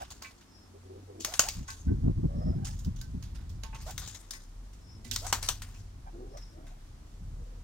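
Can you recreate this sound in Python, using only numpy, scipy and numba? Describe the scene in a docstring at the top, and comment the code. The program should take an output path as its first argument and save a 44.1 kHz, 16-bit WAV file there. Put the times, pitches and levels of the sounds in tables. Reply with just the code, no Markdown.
"""A wire aviary, with pigeons a metre or two from two microphone ports: wings clap with noise cracks, rustle in
flickering noise bands and whistle as rough gliding tones. Feet ring the modes of wooden perches, a bird
coos in purring tones and a small bird whistles far off. Air buffets the ports as low-passed noise,
over two wavering low tones of hum and the shaped noise of the yard."""
import sys
import numpy as np
from scipy import signal
from scipy.fft import rfft, irfft, next_fast_len
from scipy.io import wavfile
from scipy.ndimage import uniform_filter1d
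from numba import njit

SR = 44100
rng = np.random.default_rng(int(sys.argv[2]) if len(sys.argv) > 2 else 0)


def to_wav(sig):
    """Store sig (one row per channel, or 1-D mono) as 16-bit WAV at the path in sys.argv[1].

    Samples outside -1..1 are clipped; the rate is SR.
    """
    pcm = np.clip(np.atleast_2d(sig), -1, 1) * 32767
    pcm = np.round(pcm).astype(np.int16)
    wavfile.write(sys.argv[1], SR, pcm.T)  # frames by channels


N = 336483
T = np.arange(N) / SR

# spectrum of feather noise: [f/Hz, density/dB]
FEATHER_SPECTRUM = [(550, -14), (1100, -6.5), (2300, -9), (3200, -4.5), (6500, 0), (10000, -11.5),
                    (16000, -13)]


def undb(db):
    """Turn decibels into an amplitude factor."""
    return 10 ** (np.asarray(db) / 20)


def unit(x):
    """Scale a signal to an RMS of one."""
    return x / np.sqrt(np.mean(x ** 2))


def colour(x, points):
    """Equalise a signal along (f/Hz, gain/dB) points, joined on a log frequency axis."""
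    n = next_fast_len(N + SR)
    hz, db = np.transpose(points)
    bin_hz = np.arange(n // 2 + 1) * SR / n
    gain = undb(np.interp(np.log(bin_hz + 1), np.log(hz), db))
    return irfft(rfft(x, n) * gain, n)[..., :N]


@njit
def svf(x, hz, damp):
    """State-variable filter with a moving centre; rows: low-pass, band-pass."""
    y, band, low = np.empty((2, len(x))), 0., 0.
    for i in range(len(x)):
        g = np.tan(np.pi * hz[i] / SR)
        v = (band + g * (x[i] - low)) / (1 + g * (g + damp))
        y[0, i] = low + g * v
        y[1, i] = damp * v
        band, low = 2 * v - band, low + 2 * g * v
    return y


def walk(rate):
    """Random levels held 1 / rate s and slewed twice; spread near 1."""
    hold = int(SR / rate)
    steps = np.repeat(rng.standard_normal(N // hold + 1), hold)
    slewed = uniform_filter1d(uniform_filter1d(steps, hold), hold)
    return unit(slewed[:N])


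def ports(pair, alike_hz, pan_db):
    """Both ports share the bass of the first sound; above alike_hz each hears its own."""
    low = signal.lfilter(*signal.butter(1, alike_hz, fs=SR), pair[0] - pair[1])
    pan = undb(np.reshape([pan_db, -pan_db], (2, -1)) / 2)
    return np.array([pair[0], pair[1] + low]) * pan


def lag_left(x, lag_s):
    """The left port hears the sound lag_s later."""
    return np.array([np.interp(T - lag_s, T, x), x])


def add(out, x, s):
    """Mix x into out from time s."""
    i = int(s * SR)
    out[..., i:i + x.shape[-1]] += x[..., :N - i]


def notes(table, waver, burble_db, breath, width, overtones, purr, bend):
    """Short gliding notes: a wavering tone with air noise in a band around it, burbling in level."""
    purr_hz, roll_per_s = 109.96, 17.5  # throat flutter that makes side tones; syllables of the roll
    out = np.zeros(N)
    wobble, burble = 1 + waver * walk(70), undb(burble_db * walk(60))
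    for s, length, first_hz, last_hz, db in table:
        on = (T >= s) & (T < s + length)
        u = (T[on] - s) / length
        hz = first_hz + (last_hz - first_hz) * u ** bend
        phase = 2 * np.pi * np.cumsum(hz * wobble[on]) / SR
        tone = np.sin(phase) + overtones * (np.sin(2 * phase) + overtones * np.sin(3 * phase))
        purr_phase = 2 * np.pi * np.cumsum(purr_hz * wobble[on] ** 4) / SR
        tone = tone * (1 + purr * np.sin(purr_phase))
        tone = tone * (1 - purr * np.cos(2 * np.pi * roll_per_s * (T[on] - s)))
        noise = rng.standard_normal(len(u))
        air = svf(svf(noise, hz, width)[1], hz, width)[1]
        note = unit((unit(tone) + breath * unit(air)) * burble[on])
        out[on] += note * undb(db) * np.sin(np.pi * u) ** 0.26
    return out


def air_level_db():
    """The breeze, or a puff where one stands above it: a sudden rise, a hold and a slower fall."""
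    # steady breeze on the ports: [t/s, level/dB]
    breeze = [(0, -51), (.43, -63), (1.17, -58.5), (1.47, -48), (1.84, -49.5), (1.9, -35), (2.8, -40),
              (3.65, -43), (4.07, -44.5), (4.24, -58.5), (5.12, -45.5), (6.5, -49.5), (7.63, -50)]
    # puffs of air that hit the ports: [t at full strength/s, level/dB, hold/s]
    puffs = [(1.562, -38, 0.059), (1.873, -27, 0.052), (2.037, -26, 0.059), (2.178, -28, 0.017),
             (2.24, -26, 0.0077), (2.354, -30.5, 0.031), (2.448, -28.5, 0.063), (2.557, -33.5, 0.065),
             (2.866, -30, 0.018), (3.143, -34.5, 0.032), (7.209, -42.5, 0.22)]
    rise_db_per_s, fall_db_per_s = 691.5, 291.5
    s, db, hold_s = np.transpose(puffs)[:, :, None]
    rise_db = rise_db_per_s * np.maximum(s - T, 0)
    fall_db = fall_db_per_s * np.maximum(T - s - hold_s, 0)
    puffs_db = db - rise_db - fall_db
    return np.maximum(puffs_db.max(axis=0), np.interp(T, *np.transpose(breeze)))


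def buffeting():
    """Lumpy eddies; a stronger gust reaches higher and is heard later at the left port."""
    db = air_level_db()
    strength = np.clip((db + 55.5) / 30, 0, 1)
    lumps_db = 1.97 * strength * walk(70)
    edge_hz = 65 * (1 + 2.1 * strength ** 2) * undb(0.4 * lumps_db)
    eddies = svf(rng.standard_normal(N), edge_hz, 1.8)[0]
    eddies = svf(eddies, 1.88 * edge_hz, 1.5)[0]
    air = eddies * undb(lumps_db) / np.sqrt(edge_hz)
    air = signal.sosfilt(signal.butter(2, 40, "high", fs=SR, output="sos"), air)
    return lag_left(unit(air) * undb(db), 0.00093 * np.sqrt(strength))


def hum():
    """Two low tones that waver in pitch and level."""
    # level path of each hum: [t/s, upper hum level/dB, lower hum level/dB]
    hum_levels = [(0, -79, -60), (.9, -49.5, -70), (2.199, -61.5, -43), (3.5, -49.5, -42), (4.3, -60, -51),
                  (4.65, -56.5, -41.5), (4.9, -74.5, -60), (5.148, -43, -41), (6.0, -47, -48.5),
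                  (6.1, -81, -42), (7.63, -53.5, -46)]
    s, *levels = np.transpose(hum_levels)
    out = 0
    for hz, db, waver in zip((94, 38.8), levels, (.015, .1)):
        level = undb(np.interp(T, s, db) + 2.0 * walk(4.2))
        phase = 2 * np.pi * np.cumsum(hz * (1 + waver * walk(5.2))) / SR
        out = out + level * np.sin(phase)
    return out


def yard():
    """Half-octave bands of distant noise that flicker alone."""
    # spectrum of the yard: [f/Hz, density/dB]
    yard_spectrum = [(150, -3), (250, -2), (500, -14), (1000, -15), (2500, -24), (6000, -23), (16000, -36)]
    treble_db = -63.5  # level above 500 Hz
    out = 0
    for hz in 150 * 2 ** np.arange(0, 7, .5):
        band = np.array([svf(rng.standard_normal(N), np.full(N, hz), 0.64)[1] for _ in range(2)])
        out = out + band / np.sqrt(hz) * undb(1.0 * walk(14))
    # the bands sum to a pink slope: lift it level before shaping
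    lift = [(0, 10 * np.log10(hz)) for hz, _ in yard_spectrum]
    out = colour(out, np.array(yard_spectrum) + lift)
    treble = signal.sosfilt(signal.butter(4, 500, "high", fs=SR, output="sos"), out)
    return ports(out, 290, 0.) * undb(treble_db) / np.sqrt(np.mean(treble ** 2))


def coos():
    """Inflated crops hum softly behind closed beaks with a purr; first from the right, later from the left."""
    # coos and murmurs: [t/s, length/s, first f/Hz, last f/Hz, level/dB]
    coo_notes = [(0, 0.039, 745, 757, -41), (.73, 0.062, 357, 412, -55.5), (.835, 0.17, 372.8, 386.5, -51),
                 (.96, 0.081, 314.6, 265, -54), (1.07, 0.12, 472.6, 291, -51.5),
                 (1.165, 0.083, 371, 299, -48.5), (2.28, 0.28, 551, 650, -48.5), (2.55, 0.2, 720, 896, -54),
                 (4.93, 0.26, 220.2, 238, -54.5), (6.055, 0.044, 792, 780, -52),
                 (6.13, 0.202, 344.3, 397.6, -48.5), (6.33, 0.073, 579, 638, -51),
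                 (6.5, 0.19, 341.6, 272, -60), (6.52, 0.26, 570, 760, -61.5), (7.33, 0.26, 480, 508, -63)]
    voice = notes(coo_notes, waver=0.025, burble_db=2.5, breath=0.85, width=0.4,
                  overtones=0.25, purr=.7, bend=1)
    return lag_left(voice, np.where(T < 4, .0005, -.0004))


def wings():
    """Tips meet in a dense burst of cracks lasting milliseconds; then the vanes brush raggedly."""
    # wing beats: [t/s, beat level/dB, brushing level against the beat/dB, gain below body_hz/dB]
    beats = [(0.0005, -40, -5, 8.5), (0.103, -28, -15.5, 0), (0.2206, -25.5, -18, 6.5),
             (0.409, -37.5, -26, 9.5), (1.198, -38, 0, -8), (1.2463, -12.5, -22, 2.5),
             (1.337, -18.5, -18.5, 4), (1.393, -1.5, -24, 1), (1.485, -16.5, -19.5, -0.5),
             (1.676, -38.5, 3, -6), (1.702, -23, -22, -33), (2.646, -26.5, -10, -1),
             (2.789, -30, -22.5, -8), (2.846, -29.5, -35, -8), (2.959, -36.5, -13, -5),
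             (3.012, -27, -30, -10), (3.2238, -31.5, -20, -1), (3.345, -44.5, -7, 7), (3.493, -35, -21, -6),
             (3.633, -27.5, -24.5, 10), (3.745, -31, -15.5, 7.5), (3.809, -39, -4.5, 1),
             (3.906, -24, -21, 4.5), (3.9772, -18.5, -20, 0), (4.015, -31.5, -9.5, 9),
             (4.0738, -24, -18.5, -4), (4.145, -28, -16, 3), (4.3067, -22, -18, -3.5),
             (4.334, -26, -41, -3), (4.727, -41.5, -14.5, -5), (5.0439, -34.5, -8.5, -5),
             (5.111, -17, -13, -12), (5.1594, -13.5, -32, 2.5), (5.265, -20.5, -17.5, 3),
             (5.326, -7, -28.5, 5.5), (5.426, -18, -13.5, 3.5), (5.4867, -8, -33.5, 4.5),
             (5.618, -25, -17.5, 5), (5.74, -47, -2, -12), (6.37, -33, -20, 8.5),
             (6.6664, -38, -19.5, 13.5)]
    # place of the wings: [t/s, left minus right level/dB]
    side_db = [(0, -2), (1.2, 2.5), (1.7, -1), (3.63, -8), (3.9, 2.5), (4.3, 6), (5.1, -10), (5.2, 3)]
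    body_hz, cracks_per_s, brush_s = 2940, 4000, 0.042  # crack rate of the hardest beat
    claps, brushing = np.zeros((2, 2, N))
    t = np.arange(int(.3 * SR)) / SR
    for s, db, brush_db, body_db in beats:
        # gentle beats clap weakly, with a slower start and finer, denser cracks
        hard = min(undb(0.13 * (db + 0.5)), 1)
        when, size = rng.random(len(t)), rng.standard_normal((2, len(t)))
        share = min(cracks_per_s / SR / hard ** 3, 1)
        cracks = (when < share) * size / np.sqrt(share)
        fence_echoes = size * undb(-11) * np.exp(-t / 0.024)
        onset = np.minimum(t * hard ** 3 / 0.0015, 1)
        clap = onset * (cracks / (1 + (t / 0.004) ** 4) + fence_echoes)
        brush = rng.standard_normal((2, len(t))) * undb(brush_db)
        brush = brush / (1 + (t / brush_s) ** 1.2) * np.minimum(t / 0.0075, 1)
        # each stroke has its own colour
        bins = np.linspace(0, 30, len(t) // 2 + 1)
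        patchy = undb(3 * np.interp(bins, np.arange(31), rng.standard_normal(31)))
        for out, x in ((claps, hard * clap), (brushing, brush)):
            body = signal.filtfilt(*signal.butter(3, body_hz, fs=SR), x)
            stroke = irfft(rfft(x - body * (1 - undb(body_db))) * patchy)
            add(out, stroke * (1 - t / t[-1]) * undb(db), s)
    # different vanes take turns, so each band of the rustle comes and goes alone
    ragged_db = 2.0 * walk(250)
    rustle = 0
    for hz in 600 * 1.35 ** np.arange(12):
        band = np.array([svf(side, np.full(N, hz), .35)[1] for side in brushing])
        rustle = rustle + band * undb(ragged_db + 3.7 * walk(65))
    feathers = colour(claps * undb(2.0) + rustle, FEATHER_SPECTRUM)
    return undb(-3.5) * ports(feathers, 2000, np.interp(T, *np.transpose(side_db)))


def knocks():
    """Each step rings the perch, most near the pitch of the spot struck; the foot scrapes on for a moment."""
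    # feet on the perches: [t/s, level/dB, strongest ring f/Hz]
    steps = [(0.216, -40.5, 1230), (.243, -39.5, 2280), (1.682, -35, 1310), (1.878, -53.5, 1534),
             (3.012, -53, 1550), (3.636, -44, 910), (3.728, -35.5, 780), (4.331, -43, 1800),
             (5.046, -52, 2140), (5.113, -43.5, 1680), (5.745, -56, 2500), (6.668, -60, 1329)]
    # modes of the perch: [f/Hz, level/dB]
    perch_modes = [(894, 2), (1087, 3), (1534, 4), (1771, -1), (2008, 2), (2309, -1), (2557, 1), (2810, -2)]
    out = np.zeros((2, N))
    t = np.arange(int(.3 * SR)) / SR
    for s, db, spot_hz in steps:
        for hz, mode_db in perch_modes:
            scrape = rng.standard_normal((2, len(t))) * np.exp(-t / 0.021)
            t60_s = 0.17 * np.sqrt(1000 / hz)  # higher modes die sooner
            pole = np.exp(2j * np.pi * hz / SR - np.log(1000) / (t60_s * SR))
            ring = signal.lfilter([1], [1, -pole], scrape).imag
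            near_db = -min(35 * abs(np.log2(hz / spot_hz)), 17)
            add(out, ring * undb(db - 27.5 + mode_db + near_db), s)
    return out


def far_bird():
    """A thin whistle swells, then sags and blurs as it fades, with a weaker tone above; distance smears it."""
    # whistles: [t/s, f/Hz, level/dB, sag and flutter as a share of f]
    cheeps = [(0.421, 5210, -67.5, 0.013), (2.3, 5140, -66.5, .012), (4.75, 5240, -67.5, 0.0072),
              (6.274, 5210, -62.5, 0.023)]
    out = np.zeros((2, N))
    length_s = .32
    u = np.arange(int(length_s * SR)) / (length_s * SR)
    for s, hz, db, flutter in cheeps:
        for ratio, share_db in ((1, 4), (1.08, -2)):
            bend = 1 - flutter * u ** 2 + flutter * u * walk(300)[:len(u)]
            phase = 2 * np.pi * np.cumsum(hz * ratio * bend) / SR
            # many paths blur the line
            smear = 1 + 0.84 * np.array([walk(201)[:len(u)] for _ in out])
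            add(out, np.sin(phase) * np.sin(np.pi * u) ** 2 * smear * undb(db + share_db), s)
    return out


def wing_tones():
    """Flight feathers flutter on the downstroke: a rough rising tone in a rush of air, more on the right."""
    # flutters: [t/s, length/s, first f/Hz, level/dB]
    flutters = [(1.271, 0.081, 528, -48), (1.43, 0.062, 567.5, -45.5), (3.861, 0.047, 538, -46),
                (5.215, 0.057, 510, -47)]
    rise = 1.5  # last pitch over first pitch
    glides = [(s, length, hz, hz * rise, db) for s, length, hz, db in flutters]
    flutter = notes(glides, waver=0.0346, burble_db=3.0, breath=0.73, width=0.87,
                    overtones=0.36, purr=0, bend=0.68)
    envelope = uniform_filter1d(np.abs(flutter), 400)
    rush = colour(rng.standard_normal((2, N)) * envelope, FEATHER_SPECTRUM)
    return flutter * undb([[-3], [3]]) + undb(6.5) * rush


def scene():
    """Mix the birds with the air, the hum and the yard."""
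    birds = wings() + knocks() + wing_tones() + coos()
    return birds + far_bird() + buffeting() + hum() + yard()


def record(dry):
    """The two ports colour the sound a little differently; the loudest claps are rounded and the top is cut."""
    # colour of the ports: [f/Hz, left minus right level/dB]
    left_tilt = [(300, 0.5), (2500, -3.5), (8000, 5), (15000, 3)]
    tilt = np.array(left_tilt) * [1, .5]  # half to each port
    wet = np.array([colour(dry[0], tilt), colour(dry[1], tilt * [1, -1])])
    top_cut = signal.ellip(8, .2, 70, 15800, fs=SR, output="sos")
    return signal.sosfilt(top_cut, np.tanh(wet))


dry = scene()
out = record(dry)
to_wav(out)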